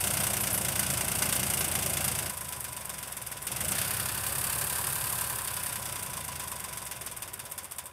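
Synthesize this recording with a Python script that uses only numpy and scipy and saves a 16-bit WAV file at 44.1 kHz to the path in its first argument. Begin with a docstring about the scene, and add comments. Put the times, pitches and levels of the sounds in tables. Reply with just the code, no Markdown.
"""On a dry field, a three-cylinder diesel tractor drags a tined cultivator.
It pulls under load, coasts down, revs up again and sinks towards idle. Each firing excites an injector
tick, a combustion knock and an exhaust puff by shaping impulses and noise; sines give drone and whine.
A steel cover and loose links ring as decaying modes, and filtered random impacts are crumbling clods."""
import sys
import numpy as np
from scipy import signal
from scipy.io import wavfile
from scipy.ndimage import uniform_filter1d

SR = 44100
rng = np.random.default_rng(int(sys.argv[2]) if len(sys.argv) > 2 else 0)


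def to_wav(s):
    """Save 16-bit WAV."""
    ch = np.atleast_2d(s).T  # columns
    pcm = np.round(np.clip(ch, -1, 1) * 32767)  # PCM
    wavfile.write(sys.argv[1], SR, pcm.astype(np.int16))


N = 349272
TIME = np.arange(N) / SR


def amp(db):
    """Decibel law: 20 dB is a factor of ten in amplitude."""
    return 10 ** (np.asarray(db) / 20)


def evened(x):
    """Normalisation: scales to rms 1."""
    return x / np.sqrt(np.mean(x ** 2) + 1e-20)


def curves(rows):
    """Linear interpolation: the columns of a table, joined by straight lines in time."""
    s, *columns = np.transpose(rows)
    return [np.interp(TIME, s, c) for c in columns]


def read(points, hz):
    """Logarithmic frequency scale: interpolates a spectrum in dB along it."""
    f, db = np.transpose(points)
    return np.interp(np.log(hz + 1), np.log(f), db)


def colour(x, points):
    """Minimum-phase filtering: a causal filter of given spectrum, falling away steeply outside it."""
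    hz = abs(np.fft.fftfreq(8192, 1 / SR)) + 1
    octaves_outside = abs(np.log2(hz / np.clip(hz, points[0][0], points[-1][0])))
    gain_db = np.maximum(read(points, hz) - 24 * octaves_outside, -100)
    # the Hilbert transform of the log gain supplies the phase
    response = np.exp(np.conj(signal.hilbert(np.log(amp(gain_db)))))
    taps = np.fft.ifft(response).real[:4096]
    return evened(signal.oaconvolve(x, taps)[:N])


def ring(x, modes):
    """Modal superposition: drives decaying sines; each mode's dB is its share of the energy."""
    t = TIME[:SR // 2]
    response = np.zeros(len(t))
    for hz, width_hz, db in modes:
        decay = np.exp(-np.pi * width_hz * t)
        response += amp(db) * np.sqrt(width_hz) * decay * np.sin(2 * np.pi * hz * t)
    return signal.oaconvolve(x, response)[:N]


def fade(x, seconds):
    """First-order relaxation: each impulse becomes an exponential decay of the same area."""
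    r = np.exp(-1 / (seconds * SR))
    return signal.lfilter([1 - r], [1, -r], x)


def grit(per_second, spread_db):
    """Random impacts: tiny impulses at chance moments, with exponentially scattered levels in dB."""
    size = amp(spread_db * np.minimum(rng.exponential(1, N), 4))
    struck = rng.random(N) < per_second / SR
    return evened(size * rng.standard_normal(N) * struck)


def burst(hits, rise, crack, tail, tail_db, alike):
    """Dense modal decay: noise under a short crack and a tail, times in s.

    The share `alike` (0-1) of each cylinder's ring repeats at every blow."""
    def envelope(x):
        energy = fade(x, crack) + amp(tail_db) ** 2 * fade(x, tail)
        return np.sqrt(abs(fade(energy, rise)))
    fresh = envelope((hits ** 2).sum(0)) * rng.standard_normal(N)
    size = SR // 8
    own_rings = envelope(signal.unit_impulse(size)) * rng.standard_normal((len(hits), size))
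    repeated = signal.oaconvolve(hits, own_rings, axes=1).sum(0)[:N]
    alike = np.clip(alike, 0, 1)
    return np.sqrt(1 - alike) * evened(fresh) + np.sqrt(alike) * evened(repeated)


# Speed of the engine. Columns: time_s, firing_rate_hz
FIRING_RATE = [(0.0, 30.35), (0.24, 30.63), (0.61, 27.73), (1.02, 27.72), (1.25, 28.97), (1.73, 27.55),
               (2.27, 27.53), (3.21, 20.56), (3.35, 19.06), (3.55, 21.64), (3.77, 31.74), (3.91, 33.04),
               (4.54, 34.86), (5.06, 35.23), (5.31, 34.47), (6.64, 23.48), (6.93, 20.46), (7.93, 12.7)]
CRANK_START = -.127  # firings


def crank():
    """Phase accumulation: firing rate, and its running integral as a count of firings."""
    rate, = curves(FIRING_RATE)
    return rate, np.cumsum(rate) / SR + CRANK_START


# Fuel fed to the engine. Columns: time_s, load_0_to_1
FUEL_LOAD = [(0, 0.89), (.8, 0.79), (1.3, 0.93), (2.05, 0.86), (2.28, 0.59), (2.34, 0.14), (3.42, 0.18),
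             (3.63, 0.76), (3.78, 0.62), (4.02, 0.67), (4.4, .72), (5.25, 0.6), (5.55, 0.2), (5.95, 0.3),
             (6.3, 0.23), (7, 0.2), (7.9, 0.03)]
# Firings whose strength departs from the rest. Columns: time_s, extra_db
HARD_FIRINGS = [(.07, -1), (.268, 1.5), (.791, 3.5), (.9, 2), (1.007, 1.5), (1.22, 3.5), (1.324, 1.5),
                (3.467, 2.5), (3.516, 3), (3.716, 3.5), (4.439, 2), (4.5, 1.5), (7.784, 1.5), (7.855, 1.5)]


def working_point():
    """Operating state: load 0-1, nearness to full speed 0-1, and the gain of the marked firings."""
    rate, = curves(FIRING_RATE)
    load = np.clip(curves(FUEL_LOAD)[0], 0, 1)
    racing = np.clip((rate - 30.5) / 3, 0, 1)
    extra_db = np.zeros(N)
    for s, db in HARD_FIRINGS:
        extra_db[abs(TIME - s) < .014] = db
    return load, racing, amp(extra_db)


CRUISE_HZ = 28  # firing rate at which the speed term is zero


def loudness(law):
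    """Source-level law: a part's gain in dB, linear in load and in octaves of speed."""
    unloaded_db, load_db, doubling_db = law
    (rate,), (load,) = curves(FIRING_RATE), curves(FUEL_LOAD)
    return unloaded_db + load_db * load + doubling_db * np.log2(rate / CRUISE_HZ)


# Character of each cylinder, one row each; levels are relative, before the unevenness factor in blows().
# Columns: lag_firings, tick_db, second_impact_db, knock_db, load_hardening_db, head_ring_db,
# cover_db, exhaust_db, exhaust_lag_firings
CYLINDERS = [(.006, 8.5, 3.5, 3.5, 2.5, -24, 3, -0.5, .82), (-.015, 9.5, 9, 4.5, 4, -29, -6, 0, .72),
             (.001, 13, 6, 7.5, 1, 5, 7, 0.5, .7)]
# factor on the dB differences between cylinders: unloaded, taken off by full load, added at full speed
UNEVEN_IDLE, UNEVEN_LOAD, UNEVEN_RACING = 1.38, 1, 0.18


def blows(lags, sizes_db, delay, jitter, scatter_db):
    """Cyclic excitation: impulses per cylinder, with delay and jitter in s, less even at light load.

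    Dividing by the square root of the rate keeps the mean power the same at every speed."""
    rate, turns = crank()
    load, racing, _ = working_point()
    k = np.arange(int(turns[-1]) + 1)
    cylinder = k % len(CYLINDERS)
    early, strong = rng.standard_normal((len(k), 2)).T
    s = np.interp(k + lags[cylinder], turns, TIME) + delay + jitter * early
    at = np.clip((s * SR).astype(int), 0, N - 1)
    uneven = UNEVEN_IDLE - UNEVEN_LOAD * load[at] + UNEVEN_RACING * racing[at]
    sizes = amp(np.outer(uneven, sizes_db))
    sizes /= np.sqrt(np.mean(sizes ** 2, axis=1, keepdims=True))
    out = np.zeros((len(CYLINDERS), N))
    out[cylinder, at] = sizes[k, cylinder] * amp(scatter_db * strong) / np.sqrt(rate[at])
    return out


# Tick spectra below and at full speed, relative. Columns: frequency_hz, level_db_per_hz
TICK = [(4000, -54), (6800, -15), (7700, -5), (8600, 1.5), (9900, -3), (11300, -2), (12800, -5),
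        (14200, -10), (15500, -13.5)]
TICK_RACING = [(4000, -21), (6800, -12), (7900, -3.5), (8600, 3), (9800, -2), (11200, 2), (12800, -3),
               (14300, -6.5), (15500, -8)]
# Swell of the treble ticks. Columns: time_s, extra_db
TREBLE_SWELL = [(0, 0.7), (.62, -0.2), (1.3, -0.3), (3.66, 0.9), (4.02, -2.2), (4.48, 0.1), (5.28, .6),
                (6.15, -1.1), (7.45, 0.1), (7.9, 2)]
# Gain law. Columns: unloaded_db, full_load_extra_db, extra_db_per_speed_doubling
TICK_LAW = (-41.5, 10, 3)


def injectors():
    """Impact excitation: bright double ticks milliseconds apart, then a valve seats softly."""
    lag, tick_db, second_db, _, harden_db, *_ = np.transpose(CYLINDERS)
    load, racing, hard = working_point()
    harden = amp(harden_db[:, None] * load)  # load shifts the weight to the first impact
    first = blows(lag, tick_db, delay=.0007, jitter=.0004, scatter_db=1.1) * hard * harden
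    second = blows(lag + .085, second_db, delay=.0042, jitter=.0008, scatter_db=1.8)
    second = second * amp(2.5 - 0.98 * load) / harden
    valve = blows(lag + 0.73, tick_db, delay=0.0012, jitter=.003, scatter_db=5.0)
    valve = valve * amp(-11 + 1 * racing)
    soft = burst(first + valve, rise=0.0022, crack=0.003, tail=0.0068, tail_db=-3.5, alike=0.6)
    snap = burst(second, rise=0.00066, crack=0.00067, tail=0.0071, tail_db=-3.5, alike=0.66)
    ticks = evened(soft + amp(-4) * snap)
    # the valve gear chatters more at speed
    chatter = grit(2200, spread_db=-0.5) * evened(crank()[0] ** 1.55)
    drive = ticks + amp(-6.5) * chatter
    coloured = np.sqrt(1 - racing) * colour(drive, TICK) + np.sqrt(racing) * colour(drive, TICK_RACING)
    return amp(loudness(TICK_LAW) + curves(TREBLE_SWELL)[0]) * coloured


# Block spectra under load, coasting and at full speed, relative. Columns: frequency_hz, level_db_per_hz
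KNOCK_LOADED = [(400, -20), (900, -3.5), (1250, -7), (1500, 0), (1850, -9), (2100, -1.5), (2400, -4.5),
                (2800, 1), (3100, -2), (3650, -5), (4100, -8.5), (4750, -3), (7000, -4), (10000, -12)]
KNOCK_COASTING = [(400, -19), (850, -10), (1220, -9.5), (1450, -1), (2050, -3.5), (2600, -2), (3000, -5.5),
                  (3600, 0.5), (4100, -12), (4850, -2), (7000, -5.5), (10000, -0.5)]
KNOCK_RACING = [(400, -20), (900, -8), (1250, -3.5), (1560, 1), (1780, 1), (2050, -5.5), (2550, 0.5),
                (3150, -3), (3600, -1.5), (4100, -6), (4700, 0), (5900, -7), (7000, -6.5), (10000, -7)]
# Modes of the cylinder head. Columns: frequency_hz, width_hz, energy_share_db
HEAD_MODES = [(2823, 70, -5.5), (2070, 77, -7), (3400, 74, -25), (6030, 130, -4)]
# Gain law. Columns: unloaded_db, full_load_extra_db, extra_db_per_speed_doubling
KNOCK_LAW = (-46, 8.5, 3)


def combustion():
    """Structure-borne sound: firing knock, then piston slap, excite the block; load rings the head."""
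    lag, _, _, knock_db, harden_db, head_db, *_ = np.transpose(CYLINDERS)
    load, racing, hard = working_point()
    knock = blows(lag, knock_db, delay=0.001183, jitter=.0004, scatter_db=1.58)
    knock = knock * hard * amp(1.5 + (1.5 + harden_db[:, None]) * load)
    slap = blows(lag + .085, knock_db, delay=.0042, jitter=.0008, scatter_db=1.6)
    slap = slap * amp(-0.1 - 2.1 * load)
    sharp = burst(knock + slap, rise=0.0024, crack=0.0025, tail=0.015, tail_db=0.5, alike=0.18)
    # the lower modes of the block ring longer, and the timing gears keep them going between blows
    long = burst(knock + slap, rise=0.0024, crack=0.009, tail=0.018, tail_db=-6.5, alike=0.64)
    gears = amp(3) * grit(4000, spread_db=-1.5)
    low = evened(fade(fade(long + gears, .00007), .00007))
    drive = sharp + amp(-6.5) * low
    states = [(load * (1 - racing), KNOCK_LOADED),
              ((1 - load) * (1 - racing), KNOCK_COASTING),
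              (racing, KNOCK_RACING)]
    block = sum(np.sqrt(share) * colour(drive, spectrum) for share, spectrum in states)
    head_hits = blows(lag, head_db, delay=.003, jitter=0.00054, scatter_db=-0.5).sum(0)
    head = evened(ring(head_hits, HEAD_MODES))
    return amp(loudness(KNOCK_LAW)) * (block + amp(-7.0) * load * (1 - 0.49 * racing) * head)


# Strength of the first multiples of the firing rate, relative. Column: level_db
ORDERS_DB = [-9, -2, -1, -18, -10.5, -7.5]
# Response of the pipe, then puff and rasp spectra when lugging and when light or fast; all relative.
# Columns: frequency_hz, level_db (per hz for puff and rasp)
PIPE = [(25, -25), (44, -22), (55, -2), (68, 1), (85, 2), (110, 1.5), (140, -9), (190, -19), (250, -18)]
PUFF = [(20, -26), (65, -21), (95, -4), (112, 0.5), (135, 3.5), (158, -8.5), (200, -1.5), (245, -19.5),
        (330, -30), (700, -30)]
PUFF_LIGHT = [(20, -21), (65, -8.5), (95, -3.5), (115, 3.5), (135, 4), (158, -3.5), (200, -7.5), (245, -18),
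              (330, -23), (700, -25)]
RASP = [(150, -16.5), (260, -2.5), (380, 3), (430, -6), (505, -4.5), (570, 2), (700, 1), (800, 0),
        (900, -21), (1200, -9), (2000, -17.5)]
RASP_LIGHT = [(150, -27), (260, -3), (310, -3.5), (385, 6), (450, 2), (505, 0.5), (550, 7), (650, 2),
              (780, 4.5), (900, 2), (1200, 2.5), (2000, -24.5)]
# Gain laws. Columns: unloaded_db, full_load_extra_db, extra_db_per_speed_doubling
DRONE_LAW = (-59, 12.5, 2)
PUFF_LAW = (-54.5, 13.5, 7.5)
RASP_LAW = (-55, 13, 2)
# the pipe booms on one note: centre (Hz), width (Hz), gain (dB)
PIPE_NOTE_HZ, PIPE_WIDTH_HZ, PIPE_BOOM_DB = 79, 5.4, 5
# change at full speed, where the puffs run together (dB)
DRONE_RACING_DB, PUFF_RACING_DB = -2, -2


def exhaust():
    """Pipe resonance and pulsed flow: firing orders boom at the pipe's note; gas puffs and rasps."""
    *_, puff_db, lag = np.transpose(CYLINDERS)
    rate, turns = crank()
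    load, racing, _ = working_point()
    drone = np.zeros(N)
    for k, order_db in enumerate(ORDERS_DB, 1):
        boom_db = PIPE_BOOM_DB * np.exp(-((k * rate - PIPE_NOTE_HZ) / PIPE_WIDTH_HZ) ** 2)
        blur_db = -6 * racing * (k > 2)  # at full speed the higher orders fade
        gain = amp(order_db + read(PIPE, k * rate) + boom_db + blur_db)
        drone += gain * np.sqrt(2) * np.cos(2 * np.pi * (k * turns + rng.random()))
    hits = blows(lag, puff_db, delay=0, jitter=0.00019, scatter_db=0.3)
    pulses = evened(hits.sum(0))
    gas = burst(hits, rise=0.0096, crack=0.018, tail=0.046, tail_db=-5.5, alike=0.58)
    lugging = load * (1 - racing)
    heavy, light = np.sqrt(lugging), np.sqrt(1 - lugging)
    push = amp(-3 + 2.1 * lugging) * pulses + amp(0.5) * gas  # hard work sharpens each puff
    puffs = heavy * colour(push, PUFF) + light * colour(push, PUFF_LIGHT)
    rush = gas + amp(-4.0) * grit(2500, spread_db=4.0) + amp(-26) * pulses
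    rasp = heavy * colour(rush, RASP) + light * colour(rush, RASP_LIGHT)
    drone_db = loudness(DRONE_LAW) + DRONE_RACING_DB * racing
    puffs_db = loudness(PUFF_LAW) + PUFF_RACING_DB * racing
    return amp(drone_db) * drone + amp(puffs_db) * puffs + amp(loudness(RASP_LAW)) * rasp


# Modes of the steel cover. Columns: frequency_hz, width_hz, energy_share_db
COVER_MODES = [(991.3, 4.3, 16), (1050, 43, 13), (1054, 16, -1)]
# The cover's ring swells and sinks. Columns: time_s, extra_db
COVER_SWELL = [(0, 3.5), (1.8, -3.5), (2.4, -0.5), (3.6, -3), (4.6, 1.5), (5.0, 6), (5.75, 0.5),
               (6.55, 2.5), (7.1, -3)]
# Gain law. Columns: unloaded_db, full_load_extra_db, extra_db_per_speed_doubling
COVER_LAW = (-48, -6, 4)


def cover():
    """Forced resonance: firings, one cylinder's hardest, and steady noise keep a steel cover singing."""
    lag, *_, cover_db, _, _ = np.transpose(CYLINDERS)
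    swell_db, = curves(COVER_SWELL)
    hits = evened(blows(lag, cover_db, delay=.01, jitter=0.00034, scatter_db=4.5).sum(0))
    rung = ring(hits + amp(-4.0) * rng.standard_normal(N), COVER_MODES)
    # its swing stays even from blow to blow
    rung /= np.sqrt(abs(uniform_filter1d(rung ** 2, size=SR // 9)) + 1e-9)
    return amp(loudness(COVER_LAW) + swell_db) * rung


MESH_PER_FIRING = 45.2  # tooth meshes per firing
# Gain law. Columns: unloaded_db, full_load_extra_db, extra_db_per_speed_doubling
WHINE_LAW = (-58.5, -3.5, 30)


def gear_whine():
    """Tooth-mesh tone: a sine locked to the crank, with slow random ripples in phase and level."""
    _, turns = crank()
    ripple, flutter = (evened(fade(fade(z, 0.023), 0.023)) for z in rng.standard_normal((2, N)))
    tone = np.sin(2 * np.pi * (MESH_PER_FIRING * turns + 0.11 * ripple))
    return amp(loudness(WHINE_LAW) + 2 * flutter) * tone


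# Spectrum of crumbling soil, relative. Columns: frequency_hz, level_db_per_hz
SOIL = [(20, 0), (60, -1), (250, -3.5), (700, 10.5), (1600, 5), (4000, -26), (9000, -26), (16000, 6.5)]
# Gain law. Columns: unloaded_db, full_load_extra_db, extra_db_per_speed_doubling
SOIL_LAW = (-53.5, 6, 6.5)
# Blows on the loose links, relative. Columns: start_s, level_db
CLINKS = [(.408, -23.5), (0.529, -23), (0.546, -26), (1.232, -31), (1.591, -25), (2.049, -27)]
# Modes of a loose link. Columns: frequency_hz, width_hz, energy_share_db
LINK_MODES = [(11940, 21, -1.5), (11000, 16, -3), (9400, 35, -16)]


def cultivator():
    """Granular noise and free vibration: dry clods crumble around the tines; loose links clink."""
    taps = np.zeros(N)
    for s, db in CLINKS:
        taps[int(s * SR)] = amp(db)
    links = ring(taps, LINK_MODES) / np.sqrt(LINK_MODES[0][1])
    clods = colour(grit(1500, spread_db=5.0), SOIL)
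    return amp(loudness(SOIL_LAW)) * clods + amp(-1.0) * links


def scene():
    """Superposition: the pressures of all sources add."""
    engine = injectors() + combustion() + exhaust() + cover() + gear_whine()
    return (engine + cultivator())[None]


EDGE_HZ = 15650  # upper band limit


def record(dry):
    """Band limitation: a linear-phase low-pass filter removes the highest treble."""
    taps = signal.firwin(511, EDGE_HZ, window=("kaiser", 9), fs=SR)
    return signal.oaconvolve(dry, taps[None], "same")


dry = scene()
out = record(dry)
to_wav(out)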